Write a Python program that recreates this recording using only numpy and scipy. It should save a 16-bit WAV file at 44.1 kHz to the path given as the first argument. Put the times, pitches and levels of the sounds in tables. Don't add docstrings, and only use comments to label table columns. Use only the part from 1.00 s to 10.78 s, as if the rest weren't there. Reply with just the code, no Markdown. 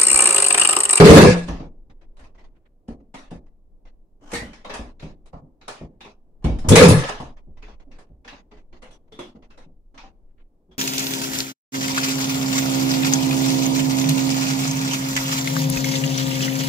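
import sys
import numpy as np
from scipy import signal
from scipy.fft import rfft, irfft, next_fast_len
from scipy.io import wavfile
from scipy.ndimage import uniform_filter1d, minimum_filter1d, map_coordinates

SR = 44100
rng = np.random.default_rng(int(sys.argv[2]) if len(sys.argv) > 2 else 0)


def wav_out(sig):
    wavfile.write(sys.argv[1], SR, np.round(np.clip(np.atleast_2d(sig).T, -1, 1) * 32767).astype(np.int16))


def makeup_ratio(level_db):
    decades = np.asarray(level_db, float) / 20
    return 10 ** decades


N = 431298


def unit(x):
    return x / np.sqrt(np.mean(x ** 2) + 1e-20)


def along(points, hz):
    f, v = np.transpose(points)
    return np.interp(np.log(hz + 1), np.log(f + 1), v)


def curves(rows, silent=None):
    s, *cols = np.transpose(rows)
    return np.array([np.interp(np.arange(N) / SR, s, c, silent, silent) for c in cols])


def strokes(tables):
    return np.max([curves(rows, silent=-200) for rows in tables], axis=0)


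def wobble(rate):
    steps = np.arange(0, N + 32, 32)
    knots = rng.standard_normal(int(N * rate / SR) + 4)
    return np.interp(np.arange(N), steps, map_coordinates(knots, [steps * rate / SR]))


def swell(s, db, rise, fall):
    t = np.arange(N) / SR - s
    return makeup_ratio(db + np.minimum(rise * t, -fall * t))


def filtered(x, response):
    m = next_fast_len(x.shape[-1] + SR // 8)
    return irfft(rfft(x, m) * response(np.fft.rfftfreq(m, 1 / SR)), m)[..., :x.shape[-1]]


def mode(f, hz, width, db):
    return makeup_ratio(db) * 1j * f * width / (hz * hz - f * f + 1j * f * width)


def noise(gain, size=N):
    # freq_hz, correlation
    alike = [(30, 0.92), (250, 0.94), (500, 0.88), (1000, 0), (2000, 0)]
    m = next_fast_len(size)
    f = np.fft.rfftfreq(m, 1 / SR)
    turn = np.arccos(np.clip(along(alike, f), 0, 1)) / 2
    real, imaginary = rng.standard_normal((2, 2, len(f)))
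    spectrum = (real + 1j * imaginary) * gain(f)
    mid, side = irfft(spectrum * [np.cos(turn), np.sin(turn)], m)[:, :size]
    return unit(np.array([mid + side, mid - side]))


def coloured(spectrum, size=N):
    return noise(lambda f: makeup_ratio(along(spectrum, f)), size=size)


def patchy(x, depth_db):
    z = signal.stft(x, nperseg=512)[2]
    field = uniform_filter1d(rng.standard_normal(z.shape[1:]), size=4, axis=0)
    field = uniform_filter1d(field, size=9, axis=1)
    return unit(signal.istft(z * makeup_ratio(depth_db * unit(field)), nperseg=512)[1][:, :N])


def looped(x):
    return x[:, np.arange(N) % x.shape[1]]


def add(track, s, sound):
    part = track[round(s * SR):][:len(sound)]
    part += sound[:len(part)]


def gears():
    # time_s, pumping_db of the piston, load_db on the gears
    kicks = [
        [(0.0, -11, -17), (0.19, -5, -12), (0.3, -16.5, -21), (0.462, -68, -54), (0.49, -36, -42)],
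        [(5.675, -33, -62), (5.712, -16, -29), (5.755, -13.5, -25.5), (5.765, -20, -15.5), (5.81, -8.5, -14.5),
         (5.97, -25.5, -28.5), (6.048, -42, -39.5), (6.1, -43.5, -35)],
    ]
    # freq_hz, density_db
    case = [(310, -28), (520, -1), (539, -1), (568, -2), (803, -7.5), (1270, -8.5), (1500, -20),
            (1950, -43.5), (3300, -120)]
    # freq_hz, density_db
    clatter = [(760, -32.5), (1300, -8.5), (2630, -4.5), (2980, -13), (3980, -8.5), (8760, -15.5),
               (9720, -16.5), (11600, -30), (15500, -33.5)]
    # freq_hz, width_hz, level_db
    fins = [(1688, 40, 6), (3550, 130, 0)]
    # freq_hz, density_db
    body = [(40, -120), (60, -5.5), (150, -1), (300, -5), (550, -4), (800, -40.5), (1500, -120)]
    top_hz, top_fades = 10800, 1.5

    pump_db, load_db = strokes(kicks)
    ringing = lambda f: makeup_ratio(along(clatter, f)) * (1 + sum(abs(mode(f, *m)) for m in fins))
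    metal = patchy(noise(ringing, size=N // 4), depth_db=3)
    top = looped(filtered(metal, lambda f: 1 / (1 + (top_hz / (f + 1)) ** 20)))
    fine = makeup_ratio(top_fades * (load_db + 16.5)) * top
    rattle = makeup_ratio(load_db - 0.4 + 2.2 * wobble(55)) * (looped(metal) - top + fine)
    hum = looped(patchy(coloured(case, size=N // 4), depth_db=2.5))
    drone = makeup_ratio(load_db + 0.5 + 4.0 * wobble(40)) * hum
    pumping = makeup_ratio(pump_db + 2.0 + 4.0 * wobble(35)) * looped(coloured(body, size=N // 4))
    return rattle + drone + pumping


def pipe():
    # start_s, peak_db, pitch_hz
    puffs = [(0.0, -3.5, 169.6), (0.037, -1.5, 180.9), (0.094, -2, 179), (0.146, -2.5, 165.4),
             (0.184, -4.5, 207.6), (0.224, -2.5, 181.1), (0.234, -4, 128), (0.249, -5, 177.2),
             (0.284, -7, 175), (5.682, -8, 92), (5.705, -1, 109.8), (5.765, -4.5, 166.1),
             (5.835, -3.5, 177.1), (5.857, -2, 164.7), (5.879, -6, 84.44), (5.907, -3, 113.1),
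             (5.939, -5.5, 159.4), (5.968, -10.5, 136)]
    # start_s, peak_db, pitch_hz
    last_puffs = [(.31, -13.5, 172.3)]
    # start_s, peak_db, pitch_hz
    teeth = [(0.0, 1.5, 418.7), (0.027, 2.5, 427.5), (0.059, 2, 407), (0.084, 4, 447), (0.115, 0.5, 455.7),
             (0.139, 1, 447.2), (0.164, -4, 557.8), (0.192, -2, 356.7), (0.219, -4, 440), (.25, -5, 400),
             (0.269, -3, 499), (0.3, -20, 471), (0.364, -19.5, 487), (.16, -3, 300), (.29, -11, 510),
             (5.715, -5.5, 429.6), (5.765, -3, 460), (5.81, 0.5, 445.3), (5.817, 5, 494.5),
             (5.839, -3, 396), (5.894, -8, 489.6), (5.924, -14, 434), (5.959, -21, 490), (6.009, -26, 512)]
    t = np.arange(SR // 3) / SR
    sound = np.zeros((2, N))
    for table, t60 in ((puffs, 0.19), (last_puffs, 0.46), (teeth, 0.14)):
        for (s, db, hz), skew in zip(table, 0.21 * rng.standard_normal(len(table))):
            for ear, turn in zip(sound, (skew, -skew)):
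                ring = np.sin(2 * np.pi * hz * t + turn) * (1 - np.exp(-t / .004))
                add(ear, s, makeup_ratio(db + 1.0 - 60 * t / t60) * ring)
    return sound


def room(x):
    # freq_hz, t60_s
    decay = [(150, 0.2), (400, 0.17), (2700, 0.36), (10000, 0.17)]
    hz, t, z = signal.stft(rng.standard_normal((2, SR // 3)), SR, nperseg=256)
    tail = signal.istft(z * makeup_ratio(-60 * t / along(decay, hz)[:, None]), SR, nperseg=256)[1]
    return signal.oaconvolve(x, tail / np.linalg.norm(tail[0]), axes=1)[:, :N]


def house():
    # time_s, level_db
    stir = [(0, 0), (1.5, 1), (2.9, -3), (3.49, 3), (5.01, -1), (7.9, 1), (9.78, -2)]
    # freq_hz, density_db
    rumble_spectrum = [(7.1, -32.5), (12, 3), (28, -3.5), (43, -16.5), (70, -19.5), (110, -34), (140, -63),
                       (240, -120)]
    # freq_hz, density_db
    tone_spectrum = [(50, -120), (70, -3.5), (250, 1.5), (600, -3), (1500, -18), (4000, -29), (8000, -33.5),
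                     (11000, -49.5), (13000, -120)]
    # rumble_peak_s, rumble_db, tone_peak_s, tone_db
    shakes = [
        (0, -30.5, .13, -5.5),
        (5.64, -27.5, 5.86, -24.5),
    ]
    stir_db, = curves(stir)
    rumble = makeup_ratio(stir_db - 56.5) + sum(swell(s, db, rise=120, fall=36) for s, db, _, _ in shakes)
    tone = makeup_ratio(stir_db - 61) + sum(swell(s, db, rise=130, fall=120) for _, _, s, db in shakes)
    deep = rumble * makeup_ratio(8.5 + 4.0 * wobble(2.8)) * coloured(rumble_spectrum)
    return deep + tone * makeup_ratio(1.5 * wobble(6.6)) * coloured(tone_spectrum)


def pings():
    # start_s, peak_db, pitch_hz, t60_s
    kick_pings = [(.03, -14, 1020, .2), (.02, -16, 1280, .15), (.085, -12, 1290, .15),
                  (.085, -18, 2000, .12), (.1, -22, 2700, .2), (.14, -22, 3390, .2), (.153, -28, 8330, .2),
                  (.2, -20, 1690, .4), (.226, -26, 6650, .2), (.232, -24, 3790, .2), (.268, -18, 1675, .3),
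                  (.34, -34, 2640, .2), (.345, -30, 1675, .5), (.41, -39, 1675, .3), (5.69, -28, 8100, .2),
                  (5.69, -26, 6490, .2), (5.718, -17, 3450, .35), (5.757, -14, 2050, .2),
                  (5.757, -15, 2430, .2), (5.76, -14, 850, .15), (5.8, -14, 1250, .2),
                  (5.82, -14, 1390, .2), (5.845, -22, 4800, .15), (5.843, -31, 7980, .2),
                  (5.884, -31, 6780, .2), (5.884, -19, 9750, .3), (.15, -16, 1250, .15),
                  (.17, -12, 640, .15), (5.9, -18, 1000, .2), (5.94, -26, 1700, .3), (6.015, -30, 1720, .3),
                  (6.02, -32, 1270, .2), (6.065, -30, 1720, .4), (6.06, -32, 1270, .2),
                  (6.085, -29, 1265, .2), (6.2, -34, 880, .2)]
    # start_s, peak_db, pitch_hz, t60_s
    idle_pings = [(1.38, -58, 2000, .4), (2.142, -40, 950, .2), (2.142, -43, 1250, .12),
                  (2.165, -47, 1890, .3), (2.165, -51, 3900, .3), (3.335, -29, 2150, .3),
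                  (3.337, -33, 1200, .2), (3.34, -34, 3960, .4), (3.345, -35, 4550, .4),
                  (3.342, -41, 6220, .3), (3.344, -40, 8320, .3), (3.348, -40, 7870, .3),
                  (3.35, -28, 1850, .5), (3.39, -35, 1950, .6), (3.648, -42, 3800, .25),
                  (3.652, -40, 1100, .2), (3.7, -39, 2640, .3), (3.7, -41, 3900, .2), (3.7, -38, 1720, .2),
                  (3.738, -45, 6200, .2), (3.74, -38, 2560, .3), (3.74, -44, 4770, .2),
                  (3.74, -37, 1700, .3), (4.682, -37, 800, .2), (4.688, -40, 1720, .25),
                  (4.682, -44, 5600, .2), (4.682, -42, 4200, .25), (5.008, -47, 2750, .3),
                  (5.01, -46, 3800, .3), (5.445, -38, 2250, .6), (5.447, -40, 3500, .2),
                  (5.587, -50, 5200, .3), (7.25, -49, 800, .2), (7.279, -47, 2750, .2),
                  (7.283, -47, 3800, .2), (7.29, -50, 1670, .2), (7.925, -54, 5900, .2),
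                  (8.122, -49, 3500, .6), (8.192, -42, 3390, .4), (8.192, -43, 2200, .25),
                  (8.192, -44, 1240, .2), (8.192, -34, 540, .25), (8.505, -57, 2600, .4),
                  (8.985, -49, 2530, .3), (9.69, -66, 3400, .4), (9.713, -58, 3300, .4)]
    t = np.arange(SR // 8) / SR
    sound = np.zeros((2, N))
    for s, db, hz, t60 in kick_pings + idle_pings:
        drift = .002 * np.sqrt(hz) * np.cumsum(rng.standard_normal((2, len(t))), axis=1)
        fade = makeup_ratio(db - 60 * t / t60) * (1 - np.exp(-t / .003)) * np.cos(4 * np.pi * t)
        for ear, wander in zip(sound, drift):
            add(ear, s, fade * np.sin(2 * np.pi * hz * t + wander))
    return sound


def clacks():
    # start_s, peak_db, sizzle_db re peak, knock_db re peak
    lever = [(.4856, -25.5, -22, .5), (.599, -43, -36.5, 7), (1.194, -45.5, -13, -1), (1.882, -44, -13, -5),
             (2.309, -40.5, -13, 1), (3.697, -25, -30, 0), (3.7385, -25, -10, 1),
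             (4.3323, -50.5, -42, 19.5), (5.4241, -54, -18, 11), (5.645, -40.5, -37, 12),
             (5.985, -21, -37.5, -14), (6.0375, -20.5, -35.5, -5), (6.0918, -21, -16, 0),
             (6.2016, -34, -14.5, 8), (6.987, -44, -13, 2.5), (8.9452, -48.5, -20, 4.5),
             (9.0388, -54, -27, 12.5)]
    peg = [(.0897, -15, -23.5, -5.5), (3.3343, -21, -7, -14), (3.352, -22, -11, -16), (5.7563, -1, -6, -6),
           (7.3286, -47.5, -27.5, 9.5), (7.8226, -38, -14.5, -0.5)]
    spring = [(1.2396, -46, -21.5, 1.5), (3.3172, -30, -5.5, -9), (4.0237, -35.5, -21, -4),
              (5.0076, -34, -24, -30), (5.0474, -39, -23, 3), (6.6252, -37.5, -34, -8),
              (6.6822, -44.5, -31.5, 4), (6.9154, -44.5, -29, -17.5), (7.248, -40, -26.5, -4.5),
              (7.2782, -29.5, -29.5, -19), (8.5047, -46, -25, -11.5)]
    pawl = [(5.7204, -15, -19, -5), (7.9094, -46, -10, -3), (8.1224, -42, -17.5, -17.5),
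            (8.191, -31, -15, -1.5), (9.7143, -53, -34, -2)]
    pin = [(1.1694, -50.5, -12, 2), (3.9976, -36.5, -26, -19.5), (4.6139, -42, -36, -21),
           (4.2594, -50, -8, 0), (8.577, -42.5, -16.5, 1)]
    rubber = [(2.1425, -31.5, -15, -2), (2.185, -40, -14, -6), (3.5323, -34, -21, -18),
              (3.648, -32, -22, 3.5), (4.681, -24, -12, -2), (5.4435, -26, -15, -1.5),
              (5.5873, -36.5, -9.5, -17), (8.9782, -32, -33, -16)]
    cover, shield = [(5.688, -12, 2, -9.5)], [(5.8829, -16.5, 0.45, 0.92)]
    # start_s, peak_db
    ticks = [(.8994, -51), (1.0131, -53), (1.348, -53), (1.3848, -49), (1.4414, -51.5), (1.9994, -56),
             (2.4624, -53), (2.8532, -50.5), (2.872, -54.5), (6.3705, -50), (6.5724, -48), (6.7994, -51),
             (7.5148, -46), (7.5695, -50.5), (7.7283, -47), (7.765, -50), (8.075, -57), (8.3524, -52.5),
             (8.4254, -49.5), (9.772, -55)]
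    # freq_hz, density_db
    metal = [(470, -34.5), (800, -3.5), (1670, -6), (2270, -6), (2610, -6), (2930, -7.5), (6500, -17),
             (8450, -39.5), (14300, -120)]
    # freq_hz, density_db
    sizzle = [(3240, -29.5), (5500, -11.5), (7650, -9), (8560, -10), (9660, -9.5), (11600, -28),
              (15500, -45)]
    # freq_hz, density_db
    hollow = [(300, -120), (450, -7.5), (600, -1.5), (1100, -4.5), (1400, -14.5), (2200, -120)]
    faint = [(s, db, -36, -1) for s, db in ticks]
    # contacts, pitch_hz, ring_db re peak
    parts = [(lever, 1730, -13), (peg, 2040, -14), (spring, 2570, -15), (pawl, 3400, -9.5), (pin, 3900, -15),
             (rubber, 2300, -30), (cover, 6464, -25), (shield, 9620, -3), (faint, 2000, -14)]
    t60 = 0.42
    lead = .002
    soft_rings = 0.05

    t = np.arange(SR // 3) / SR
    fade = makeup_ratio(-60 * t / t60) * (1 - np.exp(-t / .002))
    shape = fade ** 2 * (1 + 1.4 * makeup_ratio(-60 * t / 0.062))
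    bright = shape * makeup_ratio(-60 * t / t60)
    ringing = (fade * makeup_ratio(-12 * t / t60))[:SR // 6]
    body, top, knock, left, right = np.zeros((5, N))
    contacts = [(*row, *ring) for rows, *ring in parts for row in rows]
    for s, db, sizzle_db, knock_db, hz, ring_db in contacts:
        s = max(s - lead, 0)
        add(body, s, makeup_ratio(2 * (db - 12.0)) * shape)
        add(top, s, makeup_ratio(2 * (db + sizzle_db - 8)) * bright)
        add(knock, s, makeup_ratio(2 * (db + knock_db - 11)) * shape)
        drift = np.cumsum(rng.normal(0, .0026 * np.sqrt(hz), (2, len(ringing))), axis=1)
        gain = makeup_ratio(db + ring_db - soft_rings * (db + 40.5))
        for ear, wander in zip((left, right), drift):
            add(ear, s, gain * ringing * np.sin(2 * np.pi * hz * t[:len(ringing)] + wander))
    tails = np.sqrt(body) * patchy(coloured(metal), depth_db=3) + np.sqrt(top) * coloured(sizzle)
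    return tails + np.sqrt(knock) * coloured(hollow) + [left, right]


def thuds():
    # start_s, peak_db, board_hz, boom_db re peak
    boots = [(0.488, -21, 171, -1.5), (0.895, -45.5, 121, -5), (1.199, -47, 269, 4.5),
             (1.884, -26, 233, -5), (2.315, -27.5, 167.3, -4), (2.854, -58, 492, -8),
             (3.214, -40, 288, -15.5), (3.329, -22, 471.5, 0), (3.792, -28, 232.6, -0.5),
             (3.999, -49, 429, 12), (4.029, -27.5, 152.6, -3), (4.334, -34.5, 157.3, 4),
             (4.811, -26.5, 157.5, -3.5), (5.444, -13.5, 155.5, 4), (5.491, -22.5, 249.3, 10),
             (6.471, -41, 160.8, 6), (7.098, -42, 152.9, 8), (7.52, -42, 420, -3.5),
             (8.662, -40.5, 164, -5), (9.408, -57, 213.4, -12)]
    # start_s, peak_db, board_hz
    stand = [(.601, -25.5, 162.6), (1.018, -50, 335), (1.999, -42.5, 276), (3.419, -27, 230),
             (3.74, -36.5, 427), (4.422, -36.5, 148.2), (5.01, -46.5, 357), (5.056, -41, 407),
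             (6.201, -27.5, 135.4), (6.63, -44, 422), (6.684, -44.5, 425), (6.87, -42.5, 276.5),
             (6.99, -49, 424), (7.322, -42.5, 270), (7.727, -44.5, 360), (8.35, -34.5, 232.4),
             (9.689, -43, 372.4)]
    # start_s, peak_db, frame_hz
    stop = [(2.143, -31, 266), (3.654, -36, 498), (3.699, -32, 421), (4.683, -36, 410), (5.646, -21, 155),
            (6.095, -28.5, 418), (7.254, -42, 479), (7.824, -39.5, 505), (8.122, -39, 435),
            (8.188, -27.5, 356), (8.58, -47.5, 498), (8.942, -44.5, 275), (9.034, -39.5, 778)]
    # freq_hz, density_db
    boards = [(65, -35), (110, -11), (247, 0), (421, -11), (561, -11), (679, -13.5), (763, -14.5),
              (1400, -34), (1820, -64.5), (3080, -120)]
    t60, boom_hz = 0.42, 51.78
    t = np.arange(SR // 2) / SR
    fade = makeup_ratio(-60 * t / t60) * (1 - np.exp(-t / 0.0009))
    slow = fade * (1 - np.exp(-t / 0.0083))
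    board = makeup_ratio(-5 - 30 * t / t60) * fade
    lowest = makeup_ratio(-6.0) * slow * np.sin(2 * np.pi * boom_hz * t)
    tail, deep, rings = np.zeros((3, N))
    light = [(*row, -7) for row in stand] + [(*row, -32) for row in stop]
    for s, db, hz, boom_db in boots + light:
        add(tail, s, makeup_ratio(2 * (db - 8.0 + 0.082 * boom_db)) * fade ** 2)
        add(deep, s, makeup_ratio(2 * (db + boom_db - 6.5)) * slow ** 2)
        add(rings, s, makeup_ratio(db) * (board * np.sin(2 * np.pi * hz * t) + makeup_ratio(boom_db) * lowest))
    boom = noise(lambda f: mode(f, 49, 46, 0) ** 2)
    return np.sqrt(tail) * coloured(boards) + np.sqrt(deep) * boom + rings


def brushes():
    # start_s, length_s, level_db
    rubs = [(.93, .25, -71), (1.28, .2, -70), (1.47, .28, -69.5), (4.86, .15, -71), (6.74, .14, -70),
            (7.05, .13, -71), (9.27, .07, -68.5), (9.36, .11, -68)]
    # freq_hz, density_db
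    cloth = [(500, -120), (900, -6), (1800, 0), (2800, -4), (4500, -16), (7000, -120)]
    gain = np.zeros(N)
    for s, length, db in rubs:
        phase = np.pi * np.linspace(0, 1, int(length * SR), endpoint=False)
        add(gain, s, makeup_ratio(db) * np.sqrt(np.sin(phase)))
    return gain * makeup_ratio(2.5 * wobble(40)) * looped(coloured(cloth, size=N // 4))


def cracks():
    # start_s, level_db, t60_s
    sharpest = [(2.142, -76, .2), (3.335, -51, .3), (4.681, -64, .2), (5.687, -35, .4), (5.765, -36, .3),
                (5.883, -42, .2)]
    # freq_hz, density_db
    air = [(9000, -120), (11000, 0), (13000, -3), (15600, -7), (17000, -30)]
    gain, t = np.zeros(N), np.arange(SR // 4) / SR
    for s, db, t60 in sharpest:
        add(gain, s, makeup_ratio(db - 60 * t / t60))
    return gain * looped(coloured(air, size=N // 4))


def scrape():
    # time_s, level_db
    drag = [(3.2, -67), (3.22, -60.5), (3.3, -49), (3.33, -37), (3.36, -74.5)]
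    # freq_hz, width_hz, level_db
    pivot = [(875, 900, 5.5), (3030, 290, 1.5), (6100, 2700, -2.5)]
    db, = strokes([drag])
    grain = noise(lambda f: sum(abs(mode(f, *m)) ** 2 for m in pivot), size=N // 4)
    return makeup_ratio(db + 2.0 * wobble(140)) * looped(grain)


def suppressor(x):
    low_hz, high_hz = 1200, 7000
    ear_s, memory_s, ahead_s = .008, .08, .005
    threshold_db, follows, quiet_db, soft_db = -49, .3, -70, 4
    treble = filtered(x, lambda f: 1 / (1 + (low_hz / (f + 1)) ** 8) / (1 + (f / high_hz) ** 8))
    keep = np.exp(-1 / (ear_s * SR))
    power = signal.lfilter([1 - keep], [1, -keep], np.mean(treble ** 2, axis=0))
    level_db = 10 * np.log10(power + 1e-12)
    span = round(memory_s * SR / 2)
    recent_db = -minimum_filter1d(-level_db, size=2 * span + 1, origin=span)
    floor_db = np.maximum(threshold_db + follows * recent_db, quiet_db)
    wanted = np.clip((level_db - floor_db) / soft_db, 0, 1)
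    ahead = round(ahead_s * SR)
    return np.pad(wanted[ahead:], (0, ahead))


def scene():
    engine = gears() + pipe()
    contacts = pings() + clacks() + thuds() + brushes() + cracks() + scrape()
    return engine + makeup_ratio(-16) * room(engine) + house() + contacts


def band_limit(x):
    return signal.sosfilt(signal.butter(12, 15650, fs=SR, output="sos"), x)


def record(dry):
    # freq_hz, gain_db
    mic = [(10000, 0), (12000, -0.5), (16000, -2.5)]
    # freq_hz, gain_db
    shut = [(300, -3), (1050, -10), (1350, -16), (4000, -22), (12000, -16)]
    lag_s = np.array([[6 / 44100], [0]])
    dry = filtered(dry, lambda f: makeup_ratio(along(mic, f)) * np.exp(-2j * np.pi * f * lag_s))
    share = uniform_filter1d(suppressor(dry), size=90)
    x = share * dry + (1 - share) * filtered(dry, lambda f: makeup_ratio(along(shut, f)))
    x = x + makeup_ratio(-89.5) * rng.standard_normal(x.shape)
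    x = x / (1 + np.abs(x / .99) ** 14) ** (1 / 14)
    return band_limit(x)


dry = scene()
out = record(dry)
wav_out(out)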